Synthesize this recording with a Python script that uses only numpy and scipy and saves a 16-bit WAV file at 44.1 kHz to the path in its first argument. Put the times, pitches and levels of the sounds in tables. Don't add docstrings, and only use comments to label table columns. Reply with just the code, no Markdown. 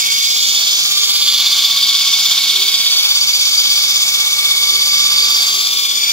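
import sys
import numpy as np
from scipy import signal
from scipy.fft import rfft, irfft, next_fast_len
from scipy.io import wavfile
from scipy.ndimage import uniform_filter1d, map_coordinates

SR = 44100
rng = np.random.default_rng(int(sys.argv[2]) if len(sys.argv) > 2 else 0)


def inscribe(sig):
    pcm = np.round(np.clip(np.atleast_2d(sig).T, -1, 1) * 32767)
    wavfile.write(sys.argv[1], SR, pcm.astype(np.int16))


N = 269892
STEP = 64
TIME = np.arange(N) / SR
SLOW = TIME[::STEP]

# frequency in Hz, relative level in dB.
DRIVE_SPECTRUM = [(24, -60), (54, -21.5), (110, -22.5), (150, -16), (300, -17.5), (600, -16), (780, -7.5),
                  (1000, -8), (1400, -5), (1800, -8.5), (2020, -7.5), (2220, 5), (2500, 2.5), (2950, 1.5),
                  (3200, -64)]
RING_SPECTRUM = [(2700, -58), (2950, -10.5), (3150, -1.5), (3500, 3.5), (3750, -0.5), (4050, -2.5),
                 (4350, -0.5), (4550, 0), (4700, -25.5)]
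SCREECH_SPECTRUM = [(4450, -36), (4600, 7.5), (4850, 4), (5150, 4), (5600, 2), (6100, 4), (6500, 0.5),
                    (7100, 3.5), (7450, -4.5), (7800, -41)]
GRIT_SPECTRUM = [(7100, -54), (7500, 3), (8000, 1.5), (8800, -6.5), (10000, 1), (12000, 1), (13500, 3.5),
                 (14700, -2.5), (16000, 4.5)]
DRIVE_RUN_OUT = [(1, 0.8, 0.057), (4, -0.05, .0)]
RING_RUN_OUT = [(1, 0.2, 0.023), (2, 0.18, 0.085), (3, 1, 0.72)]
SCREECH_RUN_OUT = [(1, 0.66, .01), (2, 0.43, 0.23), (3, 0.6, 0.087)]
GRIT_RUN_OUT = [(1, 1.1, .08)]
# time in seconds, ring in dB, screech in dB.
CUT_LEVELS = [(0.0, -19.5, -17.5), (0.8, -15.5, -17.5), (1.7, -15, -20.5), (2.3, -15, -19),
              (3.2, -16.5, -19), (3.9, -17.5, -17), (4.7, -18, -19), (5.6, -19.5, -18), (6.12, -21, -20)]

def cut(turn):
    grind = patchy(rim_grind(turn, memory=0.951), depth_db=1.0)
    ring_db, screech_db = curves(CUT_LEVELS, TIME)
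    layers = [(DRIVE_SPECTRUM, DRIVE_RUN_OUT, -29.5), (RING_SPECTRUM, RING_RUN_OUT, ring_db),
              (SCREECH_SPECTRUM, SCREECH_RUN_OUT, screech_db), (GRIT_SPECTRUM, GRIT_RUN_OUT, -24.5)]
    out = 0
    for spectrum, swells, db in layers:
        band = unit(filtered(grind, lambda hz: amp(along(spectrum, hz)) * disc_resonance(hz)))
        bite_db = 0.82 * wobble(3.264, TIME) + 0.077 * wobble(10, TIME) + 0.5 * wobble(60, TIME)
        out = out + amp(db + bite_db) * run_out(swells, turn) * band
    return out

# centre in Hz, width in Hz, boost in dB.
DISC_MODES = [(3170, 60, 3), (3265, 40, 3), (3600, 150, 3), (3725, 30, 4), (3924, 40, 3), (4350, 80, 5),
              (4685, 90, 6), (5008, 50, 3), (5110, 80, 5)]

def disc_resonance(hz):
    return amp(sum(db / (1 + (2 * (hz - centre) / width) ** 2) for centre, width, db in DISC_MODES))

# frequency in Hz, share of the power that comes from the rim pattern.
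RIM_SHARE = [(100, 0.17), (200, 0.14), (700, 0.35), (1600, 0.27), (3200, 0.9), (4200, 0.99), (6000, 0.33),
             (9000, 0.26), (15000, 0.073)]

def rim_grind(turn, memory):
    points = 2688
    rim = rng.standard_normal((3, int(turn[-1]) + 32, points))
    worn = signal.lfilter([1], [1, -memory], rim, axis=1)[:, 30:].reshape(3, -1)
    again = unit(np.array([map_coordinates(path, [turn * points], mode="nearest") for path in worn]))
    fresh = rng.standard_normal((3, N))
    repeating = filtered(again, lambda hz: np.sqrt(along(RIM_SHARE, hz)))
    return repeating + filtered(fresh, lambda hz: np.sqrt(1 - along(RIM_SHARE, hz)))

def run_out(swells, turn):
    shape = sum(depth * np.cos(2 * np.pi * times * (turn - peak)) for times, depth, peak in swells)
    depth_db = 1.5 + 0.12 * wobble(2.67, TIME)
    return amp(shape * depth_db)

# time in seconds, turns per second.
SHAFT_SPEED = [(0.0, 16.444), (0.4, 16.446), (0.8, 16.43), (1.25, 16.427), (2.0, 16.39), (2.4, 16.412),
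               (2.85, 16.401), (3.6, 16.398), (4.05, 16.432), (4.6, 16.402), (5.8, 16.399), (6.0, 16.391)]

def shaft(slack_turns):
    shiver = wobble(6, TIME) + 0.32 * wobble(30, TIME)
    return np.cumsum(curves(SHAFT_SPEED, TIME)[0]) / SR + slack_turns * shiver

WHINE_ORDERS = [(68, .05), (72, .05), (136, .04), (144, .15), (216, .06), (288, .1), (360, .5), (432, .85)]
# time in seconds, level in dB.
GEAR_1 = [(0.2, -32), (0.6, -55), (1.9, -39), (3.2, -50), (4.1, -55), (4.6, -44), (6.0, -41.5)]
GEAR_2 = [(0.0, -29.5), (1.1, -38.5), (2.7, -32.5), (3.4, -36.5), (3.8, -32), (5.4, -29), (5.7, -36)]
SEGMENT_1 = [(0.2, -45), (0.9, -39), (2.4, -51), (3.6, -44), (4.5, -38), (6.0, -34.5)]
SEGMENT_2 = [(0.4, -49), (1.3, -40.5), (2.1, -47), (3.7, -38), (4.7, -41), (5.4, -36), (5.65, -37),
             (6.0, -29.5)]
SEGMENT_3 = [(0.2, -26), (0.7, -28), (1.4, -20), (2.1, -21.5), (2.5, -25), (3.05, -19.5), (3.65, -27),
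             (4.0, -20), (4.65, -17.5), (5.3, -21), (5.65, -29), (6.0, -23)]
SEGMENT_4 = [(0.2, -49), (0.6, -35), (1.2, -24), (2.0, -24.5), (2.4, -28), (2.8, -20.5), (3.6, -19),
             (4.1, -37), (4.9, -19.5), (5.4, -21.5), (5.8, -29)]
SEGMENT_5 = [(0.2, -31), (1.35, -37), (2.0, -28.5), (2.7, -34), (3.3, -28.5), (3.8, -28.5), (4.4, -35),
             (5.0, -31), (6.0, -36)]
SEGMENT_6 = [(0.2, -24), (1.2, -37), (6.0, -45.5)]
WHINE_LEVELS = [GEAR_1, SEGMENT_1, GEAR_2, SEGMENT_2, SEGMENT_3, SEGMENT_4, SEGMENT_5, SEGMENT_6]

def whine(turn):
    out = 0
    for (order, rough), levels in zip(WHINE_ORDERS, WHINE_LEVELS):
        db = curves(levels, SLOW)[0] + 0.56 * wobble(2.01, SLOW)
        sideband_db = db.mean() + 0.93 * (db - db.mean())
        cutting = roughness(rough, rate=0.16 * order)
        envelope = amp(db) + amp(sideband_db) * uneven_teeth(order, turn[::STEP])
        out = out + tone(order * turn, cutting * envelope, hall_db=-15)
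    return out

# shaft order, swells per turn, lower and upper sideband in dB,
# peak position in turns.
TOOTH_SIDEBANDS = [(68, 1, -14, -14, .0), (72, 1, -11, -13, .0), (72, 2, -17, -25, .09),
                   (136, 1, -5, -16, .55), (136, 3, -14, -22, .3), (144, 1, -16, -9, .1),
                   (216, 1, -16, -7, .1), (216, 2, -10, -10, .15), (216, 3, -16, -11, .2),
                   (216, 4, -13, -12, .06), (288, 1, -14, -6, .01), (288, 2, -7, -18, .32),
                   (288, 3, -9, -13, .08), (360, 1, -12, -10, .04), (432, 1, -12, -10, .03)]

def uneven_teeth(order, turn):
    sidebands = 0
    for tone_order, times, lower_db, upper_db, peak in TOOTH_SIDEBANDS:
        if tone_order == order:
            spin = np.exp(2j * np.pi * (times * (turn - peak) + 0.05 * wobble(1, SLOW)))
            drift = amp(0.5 * wobble(0.73, SLOW))
            sidebands = sidebands + drift * (amp(lower_db) / spin + amp(upper_db) * spin)
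    return sidebands

# shaft order, level in dB.
SHAFT_ORDERS = [(9, -62), (10, -64.5), (12, -57.5), (14, -62), (29, -63.5), (30, -58.5), (175, -57),
                (204, -41)]

def shaft_tones(turn):
    return sum(tone(order * turn + rng.random(), amp(db + 2.9 * wobble(1.99, SLOW)), hall_db=-17.5)
               for order, db in SHAFT_ORDERS)

# shaft order, level in dB.
OVERTONES = [(504, -51), (576, -53), (648, -51), (720, -51), (792, -51), (864, -48), (936, -46)]

def segment_overtones(turn):
    run_out_db = 4.1 * np.cos(2 * np.pi * (turn[::STEP] - 0.06))
    out = 0
    for order, db in OVERTONES:
        smear = amp(db + run_out_db + wobble(1.5, SLOW)) * scatter(0.12 * order)
        out = out + tone(order * turn, smear, hall_db=3)
    return out

# time in seconds, pitch in Hz, level in dB.
MOTOR_TONE = [(0.0, 396, -47.5), (0.6, 396, -64), (0.95, 396, -45), (1.6, 398, -67), (2.2, 392, -60),
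              (2.6, 390, -48.5), (3.3, 387, -55), (3.65, 375, -53), (4.2, 374, -54.5), (4.6, 385, -50.5),
              (5.15, 387, -46), (5.45, 385, -54), (5.8, 386, -48), (6.12, 384, -58)]

def motor():
    hz, db = curves(MOTOR_TONE, TIME)
    hz = hz + 2.02 * wobble(6, TIME)
    flicker = roughness(0.6, rate=12)
    return tone(np.cumsum(hz) / SR, amp(db[::STEP]) * flicker, hall_db=-13.5)

# frequency in Hz, share of the power straight from the saw.
DIRECT_SHARE = [(60, 1), (200, 1), (700, 0.67), (1600, 0.56), (2800, 0.64), (3500, 0.9), (4100, 0.68),
                (5300, 0.65), (6000, 0.33), (7000, 0.1), (9000, 0.041), (15000, 0.028)]

def bare_hall(paths):
    def response(hz):
        direct = along(DIRECT_SHARE, hz)
        return np.sqrt([direct, 1 - direct, 1 - direct])
    return filtered(paths, response)

# time in seconds, left port lag in ms, left over right in dB.
MIC_SWING = [(0.0, 0.385, -1.1), (0.3, 0.352, -1.0), (0.85, 0.16, -1.5), (1.45, 0.01, -0.5),
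             (1.95, -0.037, -0.8), (2.5, -0.033, -1.5), (2.75, -0.057, -1.5), (3.15, -0.146, -0.9),
             (4.0, -0.151, -0.4), (5.1, -0.154, -0.4), (5.5, -0.22, -0.1), (6.12, -0.42, 1.4)]

def microphone(paths):
    direct, *hall = paths
    lag_ms, pan_db = curves(MIC_SWING, TIME)
    lag_samples = lag_ms * SR / 1000
    ports = np.array([map_coordinates(direct, [np.arange(N) - delay], order=5, mode="nearest")
                      for delay in (lag_samples / 2, -lag_samples / 2)])
    return (ports + hall) * amp([pan_db / 2, -pan_db / 2])

def tone(cycles, envelope, hall_db):
    carrier = np.sqrt(2) * np.exp(2j * np.pi * cycles)
    paths = [np.ones(len(SLOW)), amp(hall_db) * scatter(2.74), amp(hall_db) * scatter(2.62)]
    return np.array([(np.interp(TIME, SLOW, envelope * path) * carrier).real for path in paths])

def roughness(share, rate):
    return np.sqrt(1 - share) + np.sqrt(share) * scatter(rate)

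def scatter(rate):
    return unit(wobble(rate, SLOW) + 1j * wobble(rate, SLOW))

def patchy(x, depth_db):
    spectra = signal.stft(x, nperseg=512)[2]
    patches = uniform_filter1d(rng.standard_normal(spectra.shape[1:]), size=8, axis=0)
    patches = uniform_filter1d(patches, size=16, axis=1)
    return signal.istft(spectra * amp(depth_db * unit(patches)), nperseg=512)[1][:, :N]

def wobble(rate, t):
    return map_coordinates(rng.standard_normal(1000), [t * np.clip(rate, 0.1, 150)])

def filtered(x, response):
    size = next_fast_len(N + 8192)
    return irfft(rfft(x, size) * response(np.fft.rfftfreq(size, 1 / SR)), size)[..., :N]

def along(points, hz):
    freqs, values = np.transpose(points)
    return np.interp(np.log(hz + 1), np.log(freqs + 1), values)

def curves(rows, t):
    seconds, *columns = np.transpose(rows)
    return [np.interp(t, seconds, column) for column in columns]

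def amp(db):
    return 10 ** (np.asarray(db) / 20)

def unit(x):
    return x / np.sqrt(np.mean(np.abs(x) ** 2) + 1e-20)

def scene():
    turn = shaft(slack_turns=0.00021)
    paths = bare_hall(cut(turn)) + whine(turn) + shaft_tones(turn) + segment_overtones(turn) + motor()
    return microphone(paths)

def record(dry):
    flattened = dry / (1 + np.abs(dry / 0.96) ** 8) ** (1 / 8)
    return filtered(flattened, lambda hz: hz < 15740)

dry = scene()
out = record(dry)
inscribe(out)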